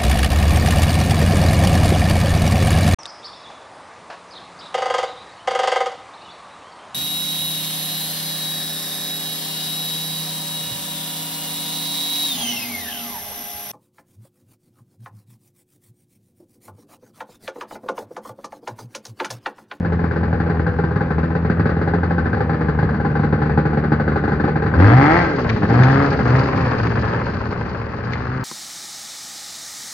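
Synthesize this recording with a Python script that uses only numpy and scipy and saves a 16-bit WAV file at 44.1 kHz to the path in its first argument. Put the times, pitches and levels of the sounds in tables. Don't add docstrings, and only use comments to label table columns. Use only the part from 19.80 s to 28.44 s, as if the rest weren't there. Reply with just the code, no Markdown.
import sys
import numpy as np
from scipy import signal
from scipy.fft import rfft, irfft
from scipy.io import wavfile
from scipy.ndimage import uniform_filter1d, minimum_filter1d

SR = 44100
rng = np.random.default_rng(int(sys.argv[2]) if len(sys.argv) > 2 else 0)


def unload_wav(signal):
    wavfile.write(
        sys.argv[1],
        SR,
        np.round(np.clip(np.atleast_2d(signal).T, -1, 1) * 32767).astype(np.int16),
    )


N = 381024

# time in seconds, strokes per second.
ENGINE_SPEED = [(0, 87), (0.7, 80.8), (2.15, 89), (2.7, 78.5), (3.2, 74.5), (4.85, 75.4), (4.98, 81.6),
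                (5.13, 120.6), (5.26, 148), (5.39, 179), (5.62, 122.6), (5.83, 97.7), (5.91, 114),
                (6.03, 129), (6.23, 141.6), (6.33, 137.5), (6.46, 119), (6.63, 136.5), (6.8, 132),
                (7.02, 115.5), (7.4, 115.5), (7.7, 117), (8.17, 116.6), (8.36, 120.3), (8.64, 132)]
# starts to open in seconds, starts to close in seconds, opening 0-1.
THROTTLE_SQUEEZES = [(4.926, 5.371, 0.87), (5.836, 6.234, 0.55), (6.389, 6.59, 0.46), (6.561, 7.255, 0.29),
                     (8.203, 8.644, 0.35)]
OPEN_S, CLOSE_S = 0.1, 0.14
IDLE_ENDS_S, IDLE_FADE_S = 4.87, 0.14
RUNNING_HZ = 120

SETS_OFF_S, PICKUP_S, CRUISE_M_S, NEAR_M = 5.94, 2.15, 2.5, 1.7
ON_SNOW_S, ONTO_SNOW_S, SNOW_HUSH = 7.52, 0.58, 0.17
SNOW_MUFFLE_DB, SNOW_DULL_DB = 3.5, 1

# time in seconds, relative strength in dB.
BANG_EVENTS = [(0.048, -16.5), (0.122, -17), (0.191, -20), (0.239, -17.5), (0.31, -17.5), (0.36, -17.5),
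               (0.431, -16), (0.528, -17.5), (0.6, -15), (0.661, -20.5), (0.696, -15), (0.744, -24),
               (0.794, -18), (0.865, -14.5), (0.987, -16.5), (1.037, -16.5), (1.109, -20), (1.158, -16),
               (1.207, -16.5), (1.305, -15.5), (1.344, -32.5), (1.381, -16.5), (1.431, -16), (1.504, -22),
               (1.551, -15.5), (1.648, -17.5), (1.698, -13), (1.795, -13), (1.856, -13), (1.892, -15.5),
               (1.966, -21), (2.014, -15), (2.075, -15.5), (2.136, -13.5), (2.232, -14), (2.307, -14.5),
               (2.381, -14), (2.456, -15), (2.53, -14), (2.57, -20.5), (2.605, -14), (2.694, -15),
               (2.731, -16.5), (2.807, -15), (2.854, -26), (2.884, -14.5), (2.988, -14), (3.027, -15),
               (3.09, -17.5), (3.142, -18.5), (3.199, -19), (3.248, -14), (3.3, -23.5), (3.353, -14),
               (3.394, -18), (3.433, -14), (3.526, -13.5), (3.587, -24), (3.617, -13.5), (3.657, -18.5),
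               (3.695, -15), (3.775, -11), (3.853, -13.5), (3.901, -25), (3.931, -17.5), (3.972, -15.5),
               (4.038, -14.5), (4.119, -10.5), (4.198, -13.5), (4.278, -13), (4.318, -20.5), (4.358, -12.5),
               (4.438, -13.5), (4.478, -15), (4.518, -14), (4.598, -13), (4.639, -13.5), (4.677, -14),
               (4.757, -13), (4.822, -14), (4.862, -13.5), (4.938, -11), (4.991, -11), (5.045, -9.5),
               (5.462, -17), (5.573, -22), (5.66, -18.5), (5.77, -24), (5.829, -12), (5.899, -13),
               (5.997, -6.5), (6.318, -13.5), (6.39, -13.5), (6.456, -19)]
SWELL_LEAD_S = 0.002001
SECOND_DB, THIRD_DB = -7.5, -9.5
BANG_VARY_DB = 2.1

# frequency in Hz, t60 in seconds, relative level in dB,
# lead of the left side in radians.
EXHAUST_MODES = [(103, 0.091, -6.5, .05), (159, 0.045, -3.5, .1), (210, 0.046, -7.5, .13),
                 (304.8, 0.066, -10, 0.23), (418.6, 0.046, -5.5, .25), (463, 0.049, -10.5, 0.79),
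                 (497.7, 0.051, -8.5, 1.1), (583, 0.048, -16, 0.96), (719, 0.055, -15.5, 0.46),
                 (819, 0.054, -5, 0.2), (1031, 0.057, -13.5, 1.4), (1382, 0.048, -16.5, .5),
                 (1540, 0.035, -5, .2), (1666, 0.04, -12.5, .67)]
# frequency in Hz, t60 in seconds, relative level in dB, left lead in radians.
SKI_RING = [(2080, .03, -6, .5), (4250, .018, -10, .8), (6300, .016, -11, .3)]
# frequency in Hz, t60 in seconds, relative level in dB, left lead in radians.
METAL_RING = [(1576, 0.16, -1, .2), (1650, 0.033, -5, .6)]
WHINE_S, WHINE_RISE_S, WHINE_ENDS_S, WHINE_FALL_S, WHINE_DB = 5.34, .06, 5.49, .045, -26.5

# multiple of the stroke
# rate, dB in full at idle fading to none, dB weighted by a half at idle and one and a half running.
PIPE_ORDERS = [(1, -1, -2.5), (2, 1.5, -1), (2.5, -2.5, -16), (3, -6, -2.5), (3.5, -21, -7.5), (4, -7, -8),
               (5, -19, -5), (5.5, -11.5, -16), (6, -6, -13)]
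# frequency in Hz, level in dB.
PIPE_HUM = [(74, -28), (83, -24), (120, -26), (150, -27), (166, -29.5), (189, -20.5), (208, -30),
            (228, -26), (247, -30.5), (302, -28.5), (345, -33), (420, -21.5), (460, -27.5), (495, -29.5),
            (560, -30.5), (660, -43.5), (800, -42.5)]
# frequency in Hz, level in dB.
PIPE_BOOM = [(80, -11), (100, -7), (116, -14), (127, -3), (138, -16.5), (150, -35), (172, -20),
             (215, -30.5), (268, -17.5), (300, -15.5), (345, -27.5), (420, -35), (660, -33), (800, -22),
             (950, -41)]
BOOM_POWER = 1.69
PORT_LAG_S = 0.00022
PIPE_SPREAD = 0.035
PIPE_FLUTTER_DB, WOBBLE_TURNS = 1.3, .018

MISFIRE_TIMES = [5.548, 5.625, 5.745, 5.797, 5.866, 6.295, 6.375, 6.437, 7.015, 7.083, 7.135, 7.203, 7.432,
                 7.52, 7.588, 7.68]
MISFIRE_S, MISFIRE_DB = .013, -13
SPUTTER_DB = 2.2
UNEVEN_DB = 2.2
EVEN_FROM = 0.66
STEADIED = 0.16
GAS_DB, GAS_SHUT_DB = -3, 7
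SNARL_DB, SNARL_DB_PER_OCTAVE = -20, 3.5

# dB idling, dB running with the throttle shut,
# dB added by full throttle, dB per doubling of speed, dB added at cruise on concrete.
BARK_LEVEL = (-35.5, -28.5, 10.5, -6.5, 3)
RASP_LEVEL = (-39.5, -31, 14.5, -2.5, 5.5)
SCRAPE_LEVEL = (-61.5, -46.5, 7.5, 3.5, 5.5)
RUMBLE_LEVEL = (-29.5, -25.5, 4.5, -3, 4)

# frequency in Hz, relative gain in dB.
BANG_COLOUR = [(60, -17), (130, 2.5), (250, -0.5), (500, 0), (660, -16), (900, -15.5), (1200, -8),
               (1750, -8), (2200, -20.5), (3200, -36.5), (4600, -30), (5400, -46.5), (6600, -50.5),
               (7600, -59.5)]
# frequency in Hz, relative gain in dB.
BARK_COLOUR = [(45, -42.5), (100, -24), (165, -13), (240, 2), (300, 2), (430, 5), (560, 5), (690, -1.5),
               (810, -1), (1050, -13), (1800, -68.5)]
# frequency in Hz, relative gain in dB.
RASP_COLOUR = [(500, -21), (850, 4.5), (1080, 7), (1300, 4.5), (1550, 4.5), (1900, 1), (2300, -8.5),
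               (3200, -21.5), (4600, -34), (5500, -35.5), (7000, -41.5), (8000, -52)]
# frequency in Hz, relative gain in dB.
SNARL_COLOUR = [(450, -29), (650, 6.5), (790, 7), (1000, -0.5), (1300, -7.5), (1650, 2), (1920, 7),
                (2400, -10), (3200, -22.5), (4500, -25), (7000, -64.5)]
# frequency in Hz, relative gain in dB.
SCRAPE_COLOUR = [(1200, -33), (2400, 18.5), (3400, 6), (4500, 16.5), (5000, 12.5), (5500, 4.5),
                 (6800, -1.5), (7600, -27.5), (10500, -26), (13000, -30)]
# frequency in Hz, relative gain in dB.
RUMBLE_COLOUR = [(20, -18.5), (33, -13.5), (52, -7.5), (72, 6.5), (100, 6.5), (185, 3.5), (400, -11.5),
                 (900, -60.5)]
# frequency in Hz, relative gain in dB.
CLACK_COLOUR = [(600, -12), (1400, 3.5), (2100, 11), (2900, -2.5), (3900, -2), (5200, -12), (6500, -16),
                (8200, -44.5)]
GRIT_TOP_DB = 15

# time in seconds, relative strength in dB.
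SKI_KNOCKS = [(5.6922, -25.5), (5.698, -22.5), (6.0342, -23.5), (7.07, -29), (7.335, -31), (8.334, -16.5)]

# frequency in Hz, gain in dB.
STEREO_WIDTH = [(25, -0.5), (70, -12), (190, -31.5), (320, -15), (500, -9.5), (800, -4), (1600, -5.5),
                (2600, 0.5), (5000, 0.5)]
# frequency in Hz, difference in dB.
STEREO_LEAN = [(60, 2), (210, -0.6), (500, 0), (750, 0), (1130, 6.5), (1700, 4), (2600, 1.5), (4500, 0)]
PORT_TURN = 0.16
SHIFT_HZ = 0.4561
BREEZE_DB = -43.5
TOP_HZ, LIMIT, LIMIT_S = 14000, .93, .005


def pipe(turns, hz, throttle, idle):
    at, wave = stroke_starts(turns), 0
    wobble = WOBBLE_TURNS * (1 - idle) * (1 - throttle) * stroke_noise(at)
    heard = turns + wobble - .3 + PORT_LAG_S * hz * np.array([[.5], [-.5]])
    for order, idling_db, running_db in PIPE_ORDERS:
        order = round(2 * order) / 2
        hum = tone_gain(order * hz, PIPE_HUM) * undb(idle * idling_db + (1.5 - idle) * running_db)
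        boom = tone_gain(order * hz, PIPE_BOOM) * throttle ** BOOM_POWER
        flutter = undb(PIPE_FLUTTER_DB * np.sqrt(order) * (1 - idle) * stroke_noise(at))
        cycle = np.cos(2 * np.pi * (order * heard - PIPE_SPREAD * order ** 2))
        wave = wave + (hum + boom) * flutter * cycle
    return np.sqrt(2) * wave


def bangs(hz, idle):
    times, db = np.transpose(BANG_EVENTS)
    chance = rng.random((len(times), 2))
    stroke_s = 1 / hz[(times * SR).astype(int)]
    times = times - SWELL_LEAD_S
    first = taps(times, undb(db))
    second = taps(times + stroke_s, undb(db + SECOND_DB - 2.9 * chance[:, 0]))
    third = taps(times + 2 * stroke_s, undb(db + THIRD_DB - 95 * chance[:, 1]))
    pulses = first + second + third
    reflections = unit(panels(pulses, t60=0.065, rise_s=0.0096))
    crack = reflections + undb(1.5) * unit(puffs(pulses, t60=0.13))
    push = unit(pulses) + .65 * unit(puffs(pulses, t60=.025, rise_s=.0005).mean(0))
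    which = np.searchsorted(times[1:] * SR, np.arange(N) + 1)
    shares = undb(BANG_VARY_DB * rng.uniform(-1, 1, (len(times), 3)))
    groups = (EXHAUST_MODES[:4], EXHAUST_MODES[4:10], EXHAUST_MODES[10:])
    rung = sum(modes(push * share[which], rows) for share, rows in zip(shares.T, groups))
    body = colour(rung, [(60, 2.5), (100, 3.0), (1900, -3.5), (3000, -25.5), (7000, -36.5)])
    mix = undb(-24.5) * unit(colour(crack, BANG_COLOUR)) + undb(-20.5) * unit(body)
    return mix * undb(-3.5 * (2.5 - idle))


def firings(turns, hz, throttle, idle, moving, bark_db, rasp_db):
    wild = np.clip(1 - throttle / EVEN_FROM, 0, 1) * (1 - STEADIED * moving)
    pulses = strokes(turns, wild * (1 - idle / 2))
    gas = undb(GAS_DB + GAS_SHUT_DB * wild)

    chamber = panels(pulses, t60=.008, shift_hz=0)
    muffler = unit(chamber) + gas * unit(puffs(pulses, t60=0.034))
    muffler_ring = undb(-21.0 + 6.2 * idle) * unit(modes(pulses, EXHAUST_MODES[4:10]))
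    bark = unit(unit(colour(muffler, BARK_COLOUR)) + muffler_ring)

    hood = unit(panels(pulses, t60=.022)) + gas * undb(3) * unit(puffs(pulses, t60=.03))
    sheet = undb(-31.0 + 14 * moving) * unit(modes(hood.mean(0), EXHAUST_MODES[12:13]))
    rasp = unit(unit(colour(hood, RASP_COLOUR)) + sheet)

    blast = unit(panels(pulses, t60=.022)) + .7 * unit(puffs(pulses, t60=.012, rise_s=.0005))
    snarl = unit(colour(blast, SNARL_COLOUR)) * throttle ** 2 * (1 - .6 * moving)
    snarl_db = SNARL_DB + SNARL_DB_PER_OCTAVE * np.log2(hz / RUNNING_HZ)
    return bark * undb(bark_db) + rasp * undb(rasp_db) + snarl * undb(snarl_db)


def strokes(turns, wild):
    at = stroke_starts(turns)
    chance = rng.standard_normal((N // 100, 3))[:len(at)]
    cylinder_db = UNEVEN_DB * (-1) ** np.arange(len(at))
    size = undb((1.6 + 1.5 * wild[at]) * chance[:, 0] + cylinder_db)
    late_s = (.000025 + .00011 * wild[at]) * chance[:, 1]
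    power = uniform_filter1d(size ** 2, size=11) / np.gradient(at)
    missed = np.abs(at[:, None] / SR - np.array(MISFIRE_TIMES)).min(1) < MISFIRE_S
    waver = SPUTTER_DB * wild[at] * uniform_filter1d(chance[:, 2], size=3)
    return taps(at / SR + late_s, undb(waver + MISFIRE_DB * missed) * size / np.sqrt(power))


def crank(hz):
    turns, times = np.cumsum(hz) / SR, np.transpose(BANG_EVENTS)[0]
    at = (times[times < IDLE_ENDS_S] * SR).astype(int)
    slip = np.unwrap(2 * np.pi * (turns[at] % 1)) / (2 * np.pi)
    return turns - np.interp(np.arange(N), at, uniform_filter1d(slip, size=3, mode="nearest"))


def lever():
    return np.max([opening * ramp(opens, OPEN_S) * (1 - ramp(closes, CLOSE_S))
                   for opens, closes, opening in THROTTLE_SQUEEZES], axis=0)


def stroke_starts(turns):
    return np.flatnonzero(np.diff(np.floor(turns)) > 0)


def stroke_noise(at):
    return np.interp(np.arange(N), at, rng.standard_normal(N // 100)[:len(at)])


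def running_gear(scrape_db, rumble_db):
    grains = rng.random((6000, 2))
    grain_db = np.minimum(-3.5 * np.log(grains[:, 1]), GRIT_TOP_DB)
    grit = taps(grains[:, 0] * N / SR, undb(grain_db))
    grinding = unit(puffs(grit, t60=0.02)) + undb(-20.5) * unit(air(N))
    scrape = unit(colour(grinding, SCRAPE_COLOUR))
    rumble = unit(colour(air(N), RUMBLE_COLOUR))
    return scrape * undb(scrape_db) + rumble * undb(rumble_db)


def clacks():
    times, db = np.transpose(SKI_KNOCKS)
    knocks = taps(times, undb(db))
    tick = puffs(knocks, t60=.03, rise_s=.0001)
    rattle = undb(-25.0) * puffs(knocks, t60=0.42)
    return undb(7.0) * colour(tick + rattle, CLACK_COLOUR) + modes(knocks, SKI_RING)


def whine():
    swell = ramp(WHINE_S, WHINE_RISE_S) * (1 - ramp(WHINE_ENDS_S, WHINE_FALL_S))
    return undb(WHINE_DB) * swell * unit(modes(rng.standard_normal(N), METAL_RING))


def yard(sled):
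    tail = ring(sled.mean(0), fade(0.97) * air(SR // 4))
    return undb(-29.5) * unit(colour(tail, [(100, -16.0), (500, -7.0), (3000, -5.0), (8000, -10.5)]))


def breeze():
    bass = [(20, -15.5), (50, 0.0), (75, 3.5), (140, -20.5), (400, -64)]
    return undb(BREEZE_DB) * unit(colour(air(N), bass))


def puffs(pulses, t60, rise_s=0.013):
    return ring(pulses, fade(t60, rise_s)) * air(N)


def panels(pulses, t60, rise_s=0.00025, shift_hz=SHIFT_HZ):
    angle = 2 * np.pi * shift_hz * np.arange(N) / SR
    one, other = (ring(pulses, (fade(t60, rise_s) * air(SR // 4))[:, :SR // 10]) for _ in range(2))
    return np.cos(angle) * one + np.sin(angle) * other


def modes(pulses, rows):
    t, sides = np.arange(SR // 4) / SR, np.array([[.5], [-.5]])
    response = 0
    for k, (hz, t60, db, lead) in enumerate(rows):
        swing = np.sin(2 * np.pi * hz * (t - .0006) + lead * sides)
        response = response + (-1) ** k * undb(db) * fade(t60, 0.003 + 0.53 / hz) * swing
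    return ring(pulses, response)


def air(size):
    mid, side = rng.standard_normal((2, size))
    lead = np.roll(mid, -3) - np.roll(mid, 3)
    return mid + (colour(side, STEREO_WIDTH)[0] + PORT_TURN * lead) * np.array([[1], [-1]])


def fade(t60, rise_s=0.01):
    t = np.arange(SR // 4) / SR
    return np.exp(-np.log(1000) * t / t60) * -np.expm1(-t / rise_s)


def taps(times, sizes):
    return np.bincount(np.clip(np.asarray(times) * SR, 0, N - 1).astype(int), sizes, N)


def ring(x, response):
    x = np.atleast_2d(x)
    return signal.oaconvolve(x, np.atleast_2d(response), axes=1)[:, :x.shape[1]]


def colour(x, points, size=4096):
    hz, db = np.transpose(points)
    f = np.maximum(np.fft.rfftfreq(size, 1 / SR), 1)
    cepstrum = irfft(np.log(undb(np.interp(np.log(f), np.log(hz), db))))
    cepstrum[1:size // 2] *= 2
    cepstrum[size // 2 + 1:] = 0
    return ring(x, irfft(np.exp(rfft(cepstrum))))


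def tone_gain(hz, tone):
    return undb(np.interp(hz, *np.transpose(tone)))


def ramp(start_s, length_s):
    return np.clip((np.arange(N) / SR - start_s) / length_s, 0, 1)


def undb(db):
    return 10 ** (np.asarray(db) / 20)


def unit(x):
    return x / np.sqrt(np.mean(x ** 2))


def layer_db(law, hz, throttle, idle, clatter):
    idling, shut, opened, doubled, cruising = law
    running = shut + opened * throttle + doubled * np.log2(hz / RUNNING_HZ) + cruising * clatter
    return idle * idling + (1 - idle) * running


def scene():
    hz = np.interp(np.arange(N) / SR, *np.transpose(ENGINE_SPEED))
    turns, throttle = crank(hz), lever()
    idle, moving = 1 - ramp(IDLE_ENDS_S, IDLE_FADE_S), ramp(SETS_OFF_S, PICKUP_S)
    snow = ramp(ON_SNOW_S, ONTO_SNOW_S)
    clatter = np.sqrt(moving) * (1 - SNOW_HUSH * snow)
    distance_m = NEAR_M + CRUISE_M_S * np.cumsum(moving) / SR

    bark_db, rasp_db, scrape_db, rumble_db = (
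        layer_db(law, hz, throttle, idle, clatter)
        for law in (BARK_LEVEL, RASP_LEVEL, SCRAPE_LEVEL, RUMBLE_LEVEL))
    bark_db = bark_db - SNOW_MUFFLE_DB * snow
    rasp_db = rasp_db - SNOW_DULL_DB * snow

    engine = pipe(turns, hz, throttle, idle) + bangs(hz, idle)
    engine = engine + firings(turns, hz, throttle, idle, moving, bark_db, rasp_db)
    sled = engine + running_gear(scrape_db, rumble_db) + clacks() + whine()
    sled = sled * NEAR_M / distance_m
    left, right = sled + yard(sled) + breeze()
    left = colour(left, [(f, db / 2) for f, db in STEREO_LEAN])
    right = colour(right, [(f, -db / 2) for f, db in STEREO_LEAN])
    return np.vstack([left, right])


def record(dry):
    response = [(8, -7.5), (25, 3.5), (7000, -0.5), (7800, -4.0), (11200, -5.0), (12000, -13.0)]
    dulled = colour(dry, response)
    span = int(LIMIT_S * SR)
    needed = LIMIT / np.maximum(np.abs(dulled).max(0), LIMIT)
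    gain = uniform_filter1d(minimum_filter1d(needed, span), span)
    return signal.sosfilt(signal.ellip(8, .2, 70, TOP_HZ, fs=SR, output="sos"), dulled * gain)


dry = scene()
out = record(dry)
unload_wav(out)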